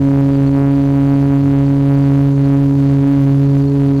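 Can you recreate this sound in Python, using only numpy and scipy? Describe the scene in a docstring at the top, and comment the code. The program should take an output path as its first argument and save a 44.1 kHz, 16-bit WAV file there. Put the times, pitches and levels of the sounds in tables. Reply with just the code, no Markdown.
"""A ship's horn holds one low note over calm water, straight ahead of a stereo microphone.
The note is mostly a fundamental and its octave, with crests taller than its troughs.
The recorder's fast limiter snaps down on every crest, which adds an uneven buzz.
Under it lie engine rumble, a soft wash, far chirping and two faint ticks, perhaps drips."""
import sys
import numpy as np
from scipy import signal
from scipy.fft import rfft, irfft
from scipy.io import wavfile
from scipy.ndimage import minimum_filter1d

SR = 44100
rng = np.random.default_rng(int(sys.argv[2]) if len(sys.argv) > 2 else 0)


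def unload_wav(signal):
    """Save mono or channel-first audio to the path in sys.argv[1] as 16-bit WAV at rate SR, clipped to [-1, 1]."""
    wavfile.write(
        sys.argv[1],
        SR,
        np.round(np.clip(np.atleast_2d(signal).T, -1, 1) * 32767).astype(np.int16),
    )


N = 176400
T = np.arange(N) / SR
LIMIT = 0.46  # the limiter's ceiling, as an amplitude


def horn_note(waver_hz=0.23, shimmer_db=0.87, drift_hz=6.2):
    """Harmonics of one wavering pitch, each shimmering in level on its own."""
    # the note: time_s, pitch_hz
    pitch = [(0.0, 138.2), (0.44, 137.8), (0.68, 139), (0.8, 139.1), (1.12, 138.9), (1.24, 139.2),
             (1.36, 138.7), (1.52, 139.1), (1.84, 139.1), (3.0, 138.6), (3.12, 139.6), (3.24, 137.8),
             (3.76, 139.8), (4.0, 137.7)]
    # harmonics 1 to 5, ahead of their trims: time_s, level_db
    fundamental = [(0.0, -17.5), (0.2, -13.5), (0.32, -18.5), (0.44, -13.5), (0.56, -17.5), (0.68, -15),
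                   (0.8, -17), (1.32, -16), (1.52, -15), (1.6, -13.5), (1.76, -16), (1.84, -14),
                   (2.16, -13.5), (3.0, -14), (3.08, -18.5), (3.24, -13.5), (3.52, -13.5), (4.0, -15)]
    octave = [(0.0, -13), (0.16, -13), (0.64, -13), (0.8, -12), (0.88, -14.5), (1.0, -12), (1.32, -13.5),
              (1.52, -13), (1.6, -15.5), (1.72, -12), (1.84, -15.5), (2.2, -13.5), (2.32, -16.2),
              (2.56, -13), (3.0, -15), (3.08, -11.5), (3.24, -15), (4.0, -13.5)]
    twelfth = [(0.0, -32), (0.56, -32), (1.08, -39), (1.24, -34.5), (1.4, -35), (2.36, -32.5), (2.76, -32),
               (3.04, -30), (3.16, -40.0), (3.28, -31), (3.84, -27.5), (4.0, -29)]
    fourth = [(0.03, -32), (0.08, -29.5), (0.55, -30), (1.51, -37), (1.53, -32.5), (3.96, -35.5)]
    fifth = [(0.03, -45.5), (0.55, -44.5), (0.58, -37), (1.62, -39.5), (2.42, -46.5), (3.78, -48.5),
             (3.83, -40.5), (3.96, -43)]
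    # a faint overtone held throughout: harmonic_number, level_db
    overtones = [(7, -46)]
    trims_db = [(fundamental, 1), (octave, -0.82), (twelfth, 4), (fourth, -2), (fifth, -6.5)]
    levels_db = [curve(rows) + trim for rows, trim in trims_db]
    phase = 2 * np.pi * np.cumsum(curve(pitch) + waver_hz * drift(drift_hz)) / SR
    note = np.zeros(N)
    for k, db in list(enumerate(levels_db, 1)) + overtones:
        lag = (k > 2) * np.pi / 2  # upper harmonics run a quarter cycle late
        note += from_db(db + shimmer_db * drift(drift_hz)) * np.sin(k * phase - lag)
    return np.sqrt(2) * note


def horn(bulge_per_db=0.22, hoarse_until_s=0.63):
    """A square law makes the note lopsided, so its crests outgrow its troughs."""
    # the underlying lopsidedness: time_s, square_law_share
    base_bulge = [(0, 0.18), (.53, 0.33), (.6, 0.21), (1.4, 0.28), (2.0, 0.28), (2.2, 0.36), (2.35, .4),
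                  (2.5, 0.28), (2.9, 0.18), (3.15, 0.39), (3.35, 0.18), (3.7, 0.34), (4, 0.31)]
    note = horn_note()
    low_band = signal.butter(2, [20, 370], "band", fs=SR, output="sos")
    squared = signal.sosfiltfilt(low_band, note ** 2, padtype="even", padlen=SR // 10)
    # cycle-to-cycle chance, stronger before the note clears
    sputter = (0.26 + 0.14 * (T < hoarse_until_s)) * drift(110)
    bulge = curve(base_bulge) + 0.18 * surges() + bulge_per_db * rasp_db() + sputter
    return from_db(0.13 * rasp_db()) * (note + bulge * squared)


def surges(first_s=0.56, every_s=0.242, count=6, rise_s=0.034, fall_s=0.13):
    """Evenly spaced swells in the horn's rasp that rise fast and sink slowly, 0 to 1."""
    starts = first_s + every_s * np.arange(count)
    return sum(np.interp(T - start, [0, rise_s, rise_s + fall_s], [0, 1, 0]) for start in starts)


def rasp_db():
    """The rasp about its mean; it drives the horn's level, its bulge and the rumble."""
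    # strength of the rasp: time_s, relative_db
    rasp = [(0, -39.5), (0.19, -35.5), (0.25, -38.5), (0.33, -37), (0.4, -36), (0.52, -39.0), (0.59, -31),
            (0.74, -38), (0.83, -34), (1.3, -35.3), (1.45, -37.5), (1.56, -36), (2.22, -38.5), (2.36, -38),
            (2.95, -39), (3.1, -37.5), (3.35, -40), (4, -39.0)]
    db = curve(rasp)
    return db - db.mean()


def engine():
    """The ship's low rumble, swelling with the horn's rasp."""
    # rumble spectrum: frequency_hz, relative_db
    rumble = [(20, -28.5), (35, -20.5), (52, -3), (65, 2), (100, 2.5), (130, -17.5), (220, -14.5),
              (340, -11.5), (500, -18), (900, -32.5)]
    return from_db(-29.5 + 0.5 * rasp_db()) * noise(rumble)


def water(level_db=-41, width=0.2):
    """A soft even wash around the microphone, slightly different on each side."""
    # wash spectrum: frequency_hz, relative_db
    wash = [(300, -15), (700, 3), (1500, -7.5), (3300, -19.5), (4500, -18), (5400, -25), (6400, -22),
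            (8000, -28), (15000, -35)]
    middle, side = noise(wash), noise(wash)
    return from_db(level_db) * (middle + width * side * np.array([[1], [-1]]))


def ticks(pitch_hz=6100, decay_s=0.0012):
    """Tiny high rings, perhaps drips, that die within a few milliseconds."""
    # the ticks: start_s, level_db
    drips = [(.465, -40), (1.055, -46.5)]
    out = np.zeros(N)
    for start, db in drips:
        age = np.maximum(T - start, 0)
        envelope = from_db(db) * np.exp(-np.minimum(age / decay_s, 20))
        out += envelope * np.sin(2 * np.pi * pitch_hz * age)
    return out


def chirping(chirp_s=0.023, fall=0.07, spread=0.041, pan_db=13, wave_db=3, wave_s=0.4, peak_s=0.41):
    """Far, short falling whistles at random moments, coming in waves, mostly from the left."""
    # two bands of chirps: pitch_hz, chirps_per_s, level_db
    bands = [(4497, 70, -58.5), (6310, 180, -65)]
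    out = np.zeros((2, N))
    progress = np.linspace(0, 1, int(chirp_s * SR))
    envelope = np.sin(np.pi * progress) ** 2
    for hz, per_s, db in bands:
        flock = np.zeros((2, N + len(progress)))
        for start, pitch, size, pan in rng.random((int(per_s * N / SR), 4)):
            glide_hz = hz * (1 + spread * (2 * pitch - 1) - fall * (progress - 0.5))
            whistle = (1 + size) * envelope * np.sin(2 * np.pi * np.cumsum(glide_hz) / SR)
            sides = from_db(pan_db * (2 * pan - 0.5) * np.array([[1], [-1]]))
            i = int(start * N)
            flock[:, i:i + len(whistle)] += whistle * sides
        out += from_db(db) * unit_rms(flock[:, :N])
    return out * from_db(wave_db * np.cos(2 * np.pi * (T - peak_s) / wave_s))


def limiter(x, attack_db_per_s=16496, release_db_per_s=598.5):
    """The gain dives just in time to hold each crest at the limit and recovers in about a cycle."""
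    size = np.abs(x.mean(axis=0))
    crest = size >= -minimum_filter1d(-size, size=9)
    over_db = crest * 20 * np.log10(np.maximum(size / LIMIT, 1))
    attack, release = attack_db_per_s * T, release_db_per_s * T
    held_db = np.maximum.accumulate(over_db + release) - release
    # run backwards, so each dive starts ahead of its crest
    cut_db = np.maximum.accumulate((held_db - attack)[::-1])[::-1] + attack
    return x * from_db(-cut_db)


def crackle(x, jitter_db=-40.5):
    """Crests that sit at the limit pick up a fine grit of gain jitter."""
    at_limit = np.abs(x.mean(axis=0)) > LIMIT
    return x * (1 + from_db(jitter_db) * at_limit * rng.standard_normal(N))


def from_db(db):
    """Decibels to gain."""
    return 10 ** (np.asarray(db) / 20)


def unit_rms(x):
    """Scale to an rms of 1."""
    return x / np.sqrt(np.mean(x ** 2) + 1e-20)


def curve(rows):
    """Join (time_s, value) points into a value at every sample."""
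    return np.interp(T, *np.transpose(rows))


def drift(rate_hz):
    """Random wander, mostly slower than rate_hz; rms 1."""
    hz = np.arange(N // 2 + 1) * SR / N
    return unit_rms(irfft(rfft(rng.standard_normal(N)) / (1 + (hz / rate_hz) ** 2), N))


def noise(spectrum):
    """Noise of a given colour that falls away beyond its last point; rms 1."""
    points_hz, db = np.transpose(spectrum)
    hz = np.maximum(np.arange(N // 2 + 1) * SR / N, 1)
    gain = from_db(np.interp(np.log(hz), np.log(points_hz), db))
    gain /= np.maximum(hz / points_hz[-1], 1) ** 2
    return unit_rms(irfft(rfft(rng.standard_normal(N)) * gain, N))


def scene(fade_s=0.004):
    """At the microphone: the ship straight ahead, water around it, chirping far off."""
    fade = np.minimum(np.minimum(T, T[-1] - T) / fade_s, 1)
    return (horn() + engine() + water() + ticks() + chirping()) * fade


def record(dry, gain_db=0.46, lean_right_db=0.76, cutoff_hz=15900):
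    """The recorder: a gritty limiter, a slight lean to the right and the top cut off."""
    sides = from_db(gain_db + lean_right_db * np.array([[-0.5], [0.5]]))
    low_pass = signal.ellip(12, 0.1, 80, cutoff_hz, fs=SR, output="sos")
    return signal.sosfilt(low_pass, crackle(limiter(dry)) * sides)


dry = scene()
out = record(dry)
unload_wav(out)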